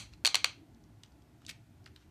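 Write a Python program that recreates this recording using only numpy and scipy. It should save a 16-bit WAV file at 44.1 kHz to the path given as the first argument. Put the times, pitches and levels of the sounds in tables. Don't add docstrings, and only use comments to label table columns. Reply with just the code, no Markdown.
import sys
import numpy as np
from scipy import signal
from scipy.fft import rfft, irfft
from scipy.io import wavfile
from scipy.ndimage import map_coordinates

SR = 44100
rng = np.random.default_rng(int(sys.argv[2]) if len(sys.argv) > 2 else 0)


def voltage_ratio(level):
    return 10 ** (np.asarray(level, float) / 20)


def wav_out(sig):
    wavfile.write(sys.argv[1], SR, np.round(np.clip(np.atleast_2d(sig).T, -1, 1) * 32767).astype(np.int16))


N = 92610
LEAD = 4096


def rms_one(x):
    return x / np.sqrt(np.mean(x ** 2) + 1e-20)


def at_hz(points, hz):
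    p = np.array(points)
    return np.interp(np.log(np.maximum(hz, 1)), np.log(p[:, 0]), p[:, 1])


def colour(x, points):
    hz = np.arange(len(x) // 2 + 1) * SR / len(x)
    return rms_one(irfft(rfft(x) * voltage_ratio(at_hz(points, hz)), len(x)))


def highpass(x, hz):
    return signal.sosfilt(signal.butter(3, hz, "high", fs=SR, output="sos"), x)


def ring(clicks, hz, t60):
    r = voltage_ratio(-60 / (t60 * SR))
    w = 2 * np.pi * hz / SR
    return signal.lfilter([0, np.sin(w)], [1, -2 * r * np.cos(w), r * r], clicks + 1e-18)


def drift(rate):
    knots = rng.standard_normal(200)
    return map_coordinates(knots, [np.arange(N) / SR * rate], order=3)


def crackle(per_s, spread_db):
    n = N + LEAD
    happens = rng.random(n) < per_s / SR
    size = voltage_ratio(spread_db * np.minimum(rng.exponential(1, n), 4))
    return happens * size * rng.choice([-1, 1], n)


def swells(rows):
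    t = (np.arange(N + LEAD) - LEAD) / SR
    return sum(voltage_ratio(db) * np.exp(-((t - mid) / half) ** 2) for mid, half, db in rows)


# [t/s, level/dB]
AIR_FLOW = [(0.0, -54), (0.2, -60), (0.63, -59), (0.65, -70), (0.7, -54.5), (0.88, -64.5), (0.92, -54),
            (0.96, -66.5), (1.62, -55), (1.65, -67.5), (1.72, -56), (1.77, -65), (1.91, -57.5), (2.03, -68),
            (2.08, -56), (2.1, -59)]
# [f/Hz, level/dB per Hz]
RUMBLE_COLOUR = [(15, -54.5), (25, -26.5), (38, -12.5), (113, -1.5), (238, -13), (308, -12.5), (368, -28),
                 (681, -21.5), (1200, -28), (1560, -62), (2640, -120)]
# [f/Hz, width/Hz, level/dB]
DUCT_TONES = [(59, 8, -68), (82, 12, -72.5), (110, 9.2, -64), (159, 33, -72), (239, 20, -75.5),
              (305, 34, -69), (385, 25, -80), (680, 52, -79.5), (850, 50, -83.5)]
# [f/Hz, level/dB per Hz]
HISS_COLOUR = [(590, -36.5), (1000, -18), (1430, -3), (1550, -7), (1960, -8), (4210, -13), (13100, -19.5),
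               (14900, -22.5), (16000, -38.5)]


def ventilation():
    s, flow_db = np.transpose(AIR_FLOW)
    gust_db = 0.8 * np.interp(np.arange(N) / SR, s, flow_db - flow_db.mean())
    air = colour(rng.standard_normal(N), list(RUMBLE_COLOUR)) * voltage_ratio(-65 + 2.0 * drift(11))
    for hz, width_hz, db in DUCT_TONES:
        tone = rms_one(ring(rng.standard_normal(N + SR), hz, 2.2 / width_hz)[SR:])
        follow_db = gust_db * min(1, 150 / hz)
        air += voltage_ratio(db + 3.0 * drift(7.94) + follow_db) * tone
    hiss = colour(rng.standard_normal(N), [(400, -58.5)] + list(HISS_COLOUR))
    return air + voltage_ratio(-75) * hiss


# [f/Hz, t/s]
ROOM_FADE = [(300, 0.16), (800, 0.25), (2100, .25), (5500, 0.24), (14600, 0.14)]
# [f/Hz, level/dB]
ROOM_TINT = [(200, 0.5), (700, 3), (1500, 1.5), (2500, 3), (4300, -4), (7000, -0.5), (15000, -7.5)]
# [delay t/s, level/dB]
NEAR_ECHOES = [(0.0119, -25.5), (.015, -24)]


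def room(x):
    room_db, first_wall_s, build_s = -15, 0.00067, 0.0065
    t = np.arange(SR // 2) / SR
    edges = 150 * 2 ** np.arange(0, 7, .5)
    tail = 0
    for low, high in zip(edges, edges[1:]):
        hz = np.sqrt(low * high)
        sos = signal.butter(2, [low, high], "band", fs=SR, output="sos")
        band = signal.sosfilt(sos, rng.standard_normal(len(t)))
        tail = tail + band * voltage_ratio(at_hz(ROOM_TINT, hz) - 60 * t / at_hz(ROOM_FADE, hz))
    tail = tail * np.clip((t - first_wall_s) / build_s, 0, 1)
    tail *= voltage_ratio(room_db) / np.sqrt(np.sum(tail ** 2))
    for s, db in NEAR_ECHOES:
        tail[int(s * SR)] += voltage_ratio(db)
    return signal.fftconvolve(x, tail)[:len(x)]


# [middle t/s, half length t/s, level/dB]
PAPER_SLIDES = [
    (0.135, 0.014, -65),
    (0.182, 0.0052, -74.5),
    (1.044, 0.013, -72.5),
    (1.871, 0.015, -64),
    (1.965, 0.017, -70),
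    (2.02, 0.027, -70.5),
    (1.45, 0.046, -74),
]
# [f/Hz, level/dB per Hz]
PAPER_COLOUR = [(300, -20.5), (1000, 0.5), (3000, -2.5), (6000, -5), (10000, -24), (16000, -34)]


def rustle():
    return swells(PAPER_SLIDES) * colour(crackle(4000, 2.2), PAPER_COLOUR)


# [middle t/s, half length t/s, level/dB]
TEETH = [
    (1.4825, 0.003, -54.5),
    (1.486, 0.0015, -49),
    (1.4905, 0.0018, -50.5),
    (1.4935, 0.0016, -41.5),
    (1.4975, 0.0036, -41.5),
    (1.5025, 0.0024, -46),
    (1.511, 0.0044, -48.5),
]
# [f/Hz, level/dB per Hz]
FIBRE_COLOUR = [(300, -9), (900, -18), (1500, -5), (2800, 2), (4500, -3), (7000, -7.5), (10000, -11.5),
                (15500, -22)]


def tear():
    return swells(TEETH) * colour(crackle(8200, 3.5), FIBRE_COLOUR)


# [t/s, peak level/dB, low patch f/Hz, high patch f/Hz, high patch level/dB]
SHEET_TICKS = [(0.1357, -43.5, 2730, 4180, 3.5), (0.7465, -57, 3700, 6100, 2), (.839, -53.5, 4100, 5800, 3),
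               (1.035, -37.5, 3134, 4400, -1), (1.0345, -41, 6000, 8250, -2.5),
               (1.061, -51.5, 2600, 6000, 4), (1.121, -56.5, 4300, 6060, .5),
               (1.2211, -57.5, 3400, 6130, 3), (1.4187, -53, 1290, 3900, -9), (1.45, -48, 3160, 6560, -8),
               (1.465, -30.5, 3900, 6400, 1), (1.8425, -55, 5400, 6800, -4),
               (1.8603, -38.5, 2570, 4740, 5.5), (1.863, -41.5, 1290, 2000, 2),
               (1.8775, -55.5, 2500, 8000, -6), (1.9615, -40, 3900, 9600, -12.5)]


def ticks():
    out = np.zeros(N + LEAD)
    t = np.arange(900) / SR
    for s, db, low_hz, high_hz, high_db in SHEET_TICKS:
        burst = rng.standard_normal(len(t)) * np.exp(-t / .0015)
        low, high = [rms_one(ring(burst, hz, 10 / hz)) for hz in (low_hz, high_hz)]
        crack = rms_one(ring(burst, 9030, .0006))
        tick = highpass(low - voltage_ratio(high_db) * high + voltage_ratio(-10) * crack, 0.42 * low_hz)
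        i = int(s * SR) + LEAD
        out[i:i + len(t)] += voltage_ratio(db - 2) * tick / abs(tick).max()
    return out


def grip(starts):
    hold_s, close_s, damped_db = .003, .0012, -12
    index = np.arange(N + LEAD)
    latest = np.maximum(np.searchsorted(starts, index, "right") - 1, 0)
    since = (index - starts[latest]) / SR
    return voltage_ratio(damped_db * np.clip((since - hold_s) / close_s, 0, 1))


# [t/s, peak level/dB, treble tilt/dB per octave, bass tilt/dB per octave]
JERKS = [
    (.2489, -10, 3, 4.6),
    (.2563, -7.5, -1, 4.6),
    (.2652, -12, 7, 16),
    (.2742, -10.5, 0.5, 12.2),
    (.3447, -10, -0.3, 0.4),
    (.3541, -9.5, 4, 0.9),
    (.4438, -9, 2.6, -3.3),
]
# [delay t/s, level/dB]
JERK_STEPS = [
    (0, 1),
    (.0005, -19.5),
    (.0011, 1.5),
    (.0019, -8),
    (.0027, -6.5),
]
# [f/Hz, level/dB, fade by 60 dB t/s]
SHELL_TONES = [(650, -50, .008), (1190, -21, 0.0085), (1500, -11, 0.0041), (2000, -13, 0.0057),
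               (2600, -3.5, .006), (3185, -8.5, 0.016), (4300, -0.5, 0.0082), (5277, -18, 0.0017),
               (5760, -13, 0.009), (7040, -11, 0.0044), (8040, -15, 0.0067), (9770, -17, 0.0032),
               (11400, -23, 0.0033), (14430, -31.5, .003)]


def dispenser():
    earlier_jerk = (-0.027, -12.5, 11.5, .3)
    rows = np.array([earlier_jerk] + list(JERKS))
    delay, step_db = np.transpose(JERK_STEPS)
    at = ((rows[:, :1] + delay) * SR + LEAD).astype(int)
    out = np.zeros((2, N + LEAD))
    for k, (hz, db, t60) in enumerate(SHELL_TONES):
        clicks = np.zeros((2, N + LEAD))
        octaves = np.log2(hz / 4000)
        tilt_db = rows[:, 2:3] * max(octaves, 0) + rows[:, 3:] * min(octaves, 0)
        level_db = -6.5 + db + rows[:, 1:2] + tilt_db
        chance_db = -0.5 * rng.standard_normal(at.shape)
        clicks[0, at] = voltage_ratio(level_db + step_db + chance_db) * rng.choice([-1, 1], at.shape)
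        clicks[1, at[:, 0]] = voltage_ratio(level_db[:, 0] + 9.5) * (-1) ** k
        out += [ring(clicks[0], hz, t60), ring(clicks[1], hz, t60 * 0.52)]
    out[0] *= grip(at[:, 0])
    return highpass(out, 447)


def scene():
    shell, all_round = dispenser()
    small = ticks() + tear() + rustle()
    hands = shell + small + room(all_round + small)
    return (hands[LEAD:] + ventilation())[None]


def band_limit(x):
    return signal.sosfilt(signal.butter(12, 16420, fs=SR, output="sos"), x)


def record(dry):
    dip_hz, dip_width_hz, dip_share = 10400, 500, .5
    b, a = signal.iirpeak(dip_hz, dip_hz / dip_width_hz, SR)
    x = dry - dip_share * signal.lfilter(b, a, dry)
    x = highpass(x, 46)
    x = signal.sosfilt(signal.cheby2(10, 40, 15500, fs=SR, output="sos"), x)
    return band_limit(x)


dry = scene()
out = record(dry)
wav_out(out)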